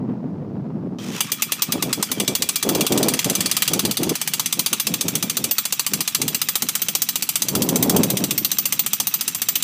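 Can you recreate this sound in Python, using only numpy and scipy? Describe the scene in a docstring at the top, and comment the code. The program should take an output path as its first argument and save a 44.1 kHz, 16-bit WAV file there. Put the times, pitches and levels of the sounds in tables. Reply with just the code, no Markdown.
"""Gusts of wind buffet the microphone; then an electric jackhammer whirs up a few metres away, outdoors.
It drives a steel fence post into gravel, one blow on each turn of its crank. Each impact excites
the modes of the steel: a hard clank, a bright crack and a thin ring of the driving cap.
As the post sinks, the soil damps its low modes."""
import sys
import numpy as np
from scipy import signal
from scipy.fft import rfft, irfft, next_fast_len
from scipy.io import wavfile
from scipy.ndimage import map_coordinates

SR = 44100
rng = np.random.default_rng(int(sys.argv[2]) if len(sys.argv) > 2 else 0)


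def pcm_store(signal):
    """Save signal as 16-bit PCM."""
    levels = np.round(np.clip(np.atleast_2d(signal), -1, 1) * 32767)
    wavfile.write(sys.argv[1], SR, levels.astype(np.int16).T)


N = 424683

# Spectra of the open air's hiss, the wind's low thudding and its brighter turbulence.
# Each row: frequency in Hz, relative spectral density in dB.
AIR_SPECTRUM = [(1000, -12), (2500, -7), (5000, -5), (10000, -21)]
THUD_SPECTRUM = [(50, -34), (80, -18), (120, -3), (165, 2), (230, 1), (330, -9.5), (600, -70.5)]
TURBULENCE_SPECTRUM = [(120, -32.5), (250, 2), (370, -0.5), (600, -8.5), (1000, -16.5), (1600, -29),
                       (3000, -40.5), (12000, -78)]
# The breeze, with long gusts at the start and near the end. Each row: time in seconds, level in dB.
BREEZE_LEVEL = [(0, -23.5), (1.15, -24.7), (1.27, -37.5), (1.5, -37.5), (2.5, -41), (3.5, -36), (4.25, -38),
                (4.8, -40.5), (4.95, -31.5), (5.3, -33), (5.58, -44), (6.5, -41), (6.9, -38.5), (7.38, -41),
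                (7.54, -20.5), (7.95, -18.5), (8.15, -25.5), (8.45, -34.5), (9.05, -41), (9.63, -37.5)]
# Short buffets over the breeze. Each row: start in seconds, length in seconds, level in dB.
SHORT_BUFFETS = [(1.686, 0.023, -28.5), (1.736, .054, -25.5), (1.819, .1, -25.5), (1.974, 0.039, -25),
                 (2.106, 0.023, -26.5), (2.171, .078, -27), (2.278, 0.061, -26.5), (2.397, 0.054, -28),
                 (2.646, .21, -22), (2.903, .19, -21), (3.11, 0.051, -22.5), (3.258, 0.074, -22.5),
                 (3.346, 0.14, -30.5), (3.703, 0.096, -25), (3.84, 0.069, -22.5), (3.993, .14, -22.5),
                 (4.573, 0.031, -25.5), (4.718, 0.035, -29), (4.867, 0.076, -28), (5.048, 0.048, -26),
                 (5.117, 0.06, -28), (5.233, 0.04, -27.5), (5.388, .11, -29), (5.914, 0.11, -30.5),
                 (6.186, 0.19, -32), (6.228, 0.051, -26), (6.625, 0.038, -32), (7.947, 0.072, -20),
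                 (8.181, 0.068, -25.5), (8.304, 0.027, -29)]
# Weight of turbulence against thudding. Each row: time in seconds, gain in dB.
TURBULENCE_GAIN = [(1.1, -8), (1.7, -1), (3, 2), (4.2, -2.5), (9.6, -3)]

# Crank speed: a slow start, a race, then steady work. Each row: time in seconds, turns per second.
CRANK_SPEED = [(1.2, 8.527), (1.46, 10.199), (1.91, 9.527), (2.45, 14.914), (2.59, 14.261), (2.69, 16.425),
               (2.99, 18.63), (3.58, 18.614), (3.68, 17.518), (4.04, 16.276), (4.37, 16.72), (4.47, 15.026),
               (5.09, 13.845), (5.87, 14.262), (6.15, 14.006), (6.25, 15.869), (6.41, 13.971),
               (6.64, 15.292), (6.92, 15.102), (7.02, 14.382), (7.45, 15.616), (7.55, 14.607),
               (8.66, 14.422), (9.63, 14.43)]
# Loudness of the motor. Each row: time in seconds, relative level in dB.
MOTOR_LEVEL = [(.988, -41), (1.05, -36), (1.18, -31.5), (1.3, -38), (2.5, -39.5), (2.9, -34.5), (3.55, -34),
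               (3.9, -36.5), (4.7, -39), (9.6, -38)]
# Noise of fan and brushes. Each row: frequency in Hz, relative spectral density in dB.
WHIR_SPECTRUM = [(200, -56), (800, -5.5), (1600, -1.5), (2600, 2), (4000, -3), (6300, -1), (9000, -9),
                 (11500, -13), (15000, -10.5)]
# Resonances of the tool's shell. Each row: frequency in Hz, bandwidth in Hz, gain in dB.
HOUSING_MODES = [(1225, 86, -0.5), (2550, 65, -0.5), (3190, 350, 0), (5770, 360, -5.5)]
# Tones of the meshing gears. Each row: cycles per crank turn, relative level in dB.
GEAR_TONES = [(124, -22), (180, 5), (266, 9.5), (400, 7.5)]

# How firmly the tool bears on the post. Each row: time in seconds, relative level of a blow in dB.
BLOW_LEVEL = [(1.2, -5), (1.8, -5.5), (2.4, -6), (2.7, -7), (3.1, -6.5), (3.22, -7.5), (3.62, -4),
              (3.78, -6.5), (4.1, -9.5), (4.5, -6), (4.62, -6), (5.25, -7), (6.3, -6.5), (8.5, -6.5),
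              (9.35, -7.5), (9.55, -5)]
# The cap rings more when it sits loose. Each row: time in seconds, level against the blow in dB.
CAP_RING_LEVEL = [(1.2, -24), (1.42, -11), (1.75, -31), (2.7, -19), (3.35, -30), (5.5, -19.5), (7, -14),
                  (7.8, -21), (8.6, -14.5), (9.63, -18)]
# Crowded steel modes, middle and high. Each row: frequency in Hz, relative spectral density in dB.
CLANK_SPECTRUM = [(150, -16), (500, -12), (850, -6), (1020, -6.5), (1230, -2.5), (1500, -10), (2100, -4),
                  (2450, -4.5), (2800, -0.5), (3700, 0.5), (4600, 1.5), (5600, -4.5), (8000, -35)]
CRACK_SPECTRUM = [(3000, -38), (4800, -22), (5600, -3), (6200, 2.5), (7000, -2.5), (7900, 1.5), (8800, -2),
                  (9800, 0.5), (11000, -6), (12300, -5), (14400, -2), (15200, -3)]
# Narrow resonances that ring after each blow, and those of the driving cap. Each row: frequency in Hz, relative
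# level # in dB at first, the same once the post sits deep, time to decay by 60 dB in seconds.
BLOW_MODES = [(2350, -2, -14, .24), (2800, 4, 1, .06), (3370, 1, -9, .21), (4833, 0, -2, .12),
              (6150, 8, 10, .055), (7558, -11, -4, .28), (9500, -2, -6, .13)]
CAP_MODES = [(12662, -22, -6, .13), (13725, -14, -3, .07), (14258, 0, 0, .12)]

BUFFET_RISE_S, BUFFET_FALL_S, BUFFET_LIFT_DB = .012, .017, .5
EDDY_DB, SWIRL_DB = 1.62, 1.0  # quick and slow unsteadiness of the wind
THUD_LIMIT_DB = -20.5  # the thudding begins to saturate near this wind level
SWITCH_ON_S, FIRST_BLOW_S = .986, 1.2057
FORCE_SCATTER_DB, RING_SCATTER_DB, TIMING_SCATTER_S = 0.97, 3, .0003  # from blow to blow
SINK_START_S, SINK_LENGTH_S = 2.37, 5.6
PEAK_LIMIT, BAND_LIMIT_HZ = .72, 15250


def amp(db):
    """Amplitude ratio for a level in decibels."""
    return 10 ** (np.asarray(db) / 20)


def unit(x):
    """Normalisation to an rms of 1."""
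    return x / np.sqrt(np.mean(x ** 2) + 1e-20)


def curve(points):
    """Linear interpolation of (seconds, value) points at every sample."""
    return np.interp(np.arange(N) / SR, *np.transpose(points))


def wobble(rate):
    """Smooth random modulation: a spline through rate knots a second."""
    knots = rng.standard_normal(int(N * rate / SR) + 4)
    return map_coordinates(knots, [np.arange(N) * rate / SR])


def filtered(x, response):
    """Linear filtering: the spectrum along the last axis is multiplied by a frequency response."""
    n = x.shape[-1]
    padded = next_fast_len(n + 2048)
    return irfft(rfft(x, padded) * response(np.fft.rfftfreq(padded, 1 / SR)), padded)[..., :n]


def coloured(x, spectrum):
    """Spectral shaping by (Hz, dB) points on a logarithmic frequency axis, at an rms of 1."""
    points_hz, db = np.transpose(spectrum)
    return unit(filtered(x, lambda hz: amp(np.interp(np.log(hz + 1), np.log(points_hz + 1), db))))


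def open_air():
    """Stationary broadband noise is heard as a faint hiss."""
    return amp(-68) * coloured(rng.standard_normal(N), AIR_SPECTRUM)


def wind_level():
    """Powers add: the breeze plus buffets that rise, hold and fall away, in dB."""
    t = np.arange(N) / SR
    buffets = np.zeros(N)
    for start, length, db in SHORT_BUFFETS:
        outside = np.maximum((start - t) / BUFFET_RISE_S, (t - start - length) / BUFFET_FALL_S)
        envelope = np.exp(-np.clip(outside + .5, 0, 20))
        buffets = np.maximum(buffets, amp(db + BUFFET_LIFT_DB) * envelope)
    return 20 * np.log10(np.hypot(amp(curve(BREEZE_LEVEL)), buffets))


def wind():
    """Eddy pressure thuds on the microphone; strong gusts tear into brighter turbulence."""
    wind_db = wind_level()
    eddies = amp(EDDY_DB * wobble(45) + SWIRL_DB * wobble(14))
    tearing = amp(curve(TURBULENCE_GAIN) + 0.39 * (wind_db + 23) + 3.0 * wobble(260))
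    saturation = np.hypot(1, .5 * amp(wind_db - THUD_LIMIT_DB))
    thud = coloured(rng.standard_normal(N), THUD_SPECTRUM) / saturation
    turbulence = tearing * coloured(rng.standard_normal(N), TURBULENCE_SPECTRUM)
    return amp(wind_db - 3.5) * eddies * (thud + turbulence)


def crank():
    """Rotation is the integral of speed: the crank starts from rest; turns count from the first blow."""
    t = np.arange(N) / SR
    spin_up = np.clip((t - SWITCH_ON_S) / (FIRST_BLOW_S - SWITCH_ON_S), 0, 1)
    turns = np.cumsum(curve(CRANK_SPEED) * spin_up) / SR
    return turns - np.interp(FIRST_BLOW_S, t, turns)


def housing(hz):
    """The shell responds as a sum of damped resonators of alternating sign."""
    return sum((-1) ** k * amp(db) * 1j * hz * width / (centre ** 2 - hz ** 2 + 1j * hz * width)
               for k, (centre, width, db) in enumerate(HOUSING_MODES))


def gears(turns, load):
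    """Periodic load modulates the gear tones in pitch and level; at low speed the lowest one groans."""
    speed = np.maximum(np.gradient(turns) * SR, 10)  # turns per second
    squeeze = np.exp(4 * (load - 1)) * np.clip(turns + .5, 0, 1)  # builds up as the hammering begins
    # the shaft slows under load, so the whine swoops once a turn; at speed, inertia evens it out
    swoop = .008 * np.minimum(14 / speed, 1) ** 3 * load
    shaft = turns + swoop + .0006 * wobble(280) + .0035 * wobble(35)
    teeth = sum(amp(db + 2.1 * wobble(22)) * np.sin(2 * np.pi * order * shaft)
                for order, db in GEAR_TONES)
    whine = amp(-3.5) * squeeze ** .55 * unit(filtered(teeth, lambda hz: .5 + np.abs(housing(hz))))
    slowness = np.clip((13.5 - speed) / 3, 0, 1)
    groan_gain = amp(2 + 3 * wobble(400)) * slowness * squeeze
    groan = groan_gain * np.sin(2 * np.pi * GEAR_TONES[0][0] * shaft + .6 * wobble(400))
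    return whine + groan


def motor(turns):
    """Forced vibration: fan, brushes, shell and gears sound together and swell ahead of each blow."""
    running_s = np.arange(N) / SR - SWITCH_ON_S
    load = np.cos(2 * np.pi * (turns - .79))  # greatest as the piston compresses its air cushion
    whir = amp(-3.5 + 3.8 * wobble(300)) * coloured(rng.standard_normal(N), WHIR_SPECTRUM)
    jolt = np.exp(-np.abs(running_s) / 0.022)  # the gears take up their slack at switch-on
    shell = (amp(-9.5) + jolt) * unit(filtered(rng.standard_normal(N), housing))
    gain = (running_s > 0) * amp(curve(MOTOR_LEVEL) + 1.6 * load)
    return gain * (whir + shell + gears(turns, load))


def clatter(t, count, spectrum, t60, tail_db, tail_t60, memory, uneven_db):
    """Crowded steel modes merge into noise that dies fast over the yard's faint reverberation."""
    fresh = rng.standard_normal((count, len(t)))
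    # the seating shifts a little, so each blow only partly resembles the last
    steel = signal.lfilter([np.sqrt(1 - memory ** 2)], [1, -memory], fresh, axis=0)
    # each contact favours other groups of modes
    groups_hz = np.arange(0, SR / 2, 450)
    favour_db = uneven_db * rng.standard_normal((count, len(groups_hz)))
    steel = filtered(steel, lambda hz: amp([np.interp(hz, groups_hz, row) for row in favour_db]))
    attack = 1 - np.exp(-t / 0.0004)
    decay = np.hypot(amp(-60 * t / t60), amp(tail_db - 60 * t / tail_t60))
    return coloured(steel, spectrum) * attack * decay


def ringing(t, modes, depth, scatter_db, spread_hz):
    """Free vibration: close pairs of modes beat and decay; their balance shifts as the post sinks."""
    total = 0
    for hz, first_db, deep_db, t60 in modes:
        size, detune, phase = rng.standard_normal((3, 2, len(depth), 1))
        # the loose contact shakes the pitch until it settles
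        shake = rng.standard_normal((len(depth), len(t))) * np.exp(-t / 0.05)
        cycles = (hz + spread_hz * detune) * t + phase + 0.003 * np.cumsum(shake, axis=1)
        pair = amp(scatter_db * size) * np.sin(2 * np.pi * cycles)
        level_db = first_db + (deep_db - first_db) * depth
        total = total + pair.sum(axis=0) * amp(level_db - 60 * t / t60)
    return total


def blow_times(turns):
    """A nearly periodic pulse train: the striker lands at each whole turn, a little early or late."""
    due_s = np.interp(np.arange(int(turns[-1]) + 1), turns, np.arange(N) / SR)
    return due_s + TIMING_SCATTER_S * rng.standard_normal(len(due_s))


def at_blows(starts_s, sounds):
    """Superposition: one row of sound is added at each blow time."""
    index = np.round(starts_s * SR).astype(int) + np.arange(sounds.shape[1])
    return np.bincount(index.ravel(), sounds.ravel(), N)[:N]


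def hammer(turns):
    """Impact excitation: the striker hits the cap, the cap hits the post, and both ring."""
    starts_s = blow_times(turns)[:, None]
    force, seating = rng.standard_normal((2, len(starts_s), 1))
    blow_db = np.interp(starts_s, *np.transpose(BLOW_LEVEL)) + FORCE_SCATTER_DB * force
    ring_db = np.interp(starts_s, *np.transpose(CAP_RING_LEVEL)) + RING_SCATTER_DB * seating
    t = np.arange(SR // 6) / SR
    # with depth, soil damps the post's low modes and the cap's modes come free
    depth = np.clip((starts_s - SINK_START_S) / SINK_LENGTH_S, 0, 1)
    crack = amp(-5.0) * clatter(t, len(starts_s), CRACK_SPECTRUM, t60=0.051,
                                tail_db=-13, tail_t60=0.17, memory=0.54, uneven_db=2.0)
    clank = amp(-9.5 - 2 * depth) * clatter(t, len(starts_s), CLANK_SPECTRUM, t60=0.059,
                                            tail_db=-19.5, tail_t60=0.23, memory=0.59, uneven_db=3.0)
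    post = amp(-29) * ringing(t, BLOW_MODES, depth, scatter_db=3.5, spread_hz=18)
    cap = amp(ring_db) * ringing(t, CAP_MODES, depth, scatter_db=3.5, spread_hz=24)
    return at_blows(starts_s, amp(blow_db) * (crack + clank + post + cap))


def scene():
    """Sound pressures add at a single microphone, which feeds both channels."""
    turns = crank()
    mono = open_air() + hammer(turns) + motor(turns) + wind()
    return np.array([mono, mono])


def record(dry):
    """Soft saturation rounds off the highest peaks, and a steep low-pass filter limits the band."""
    rounded = dry / (1 + np.abs(dry / PEAK_LIMIT) ** 6) ** (1 / 6)
    return filtered(rounded, lambda hz: 1 / np.sqrt(1 + (hz / BAND_LIMIT_HZ) ** 300))


dry = scene()
out = record(dry)
pcm_store(out)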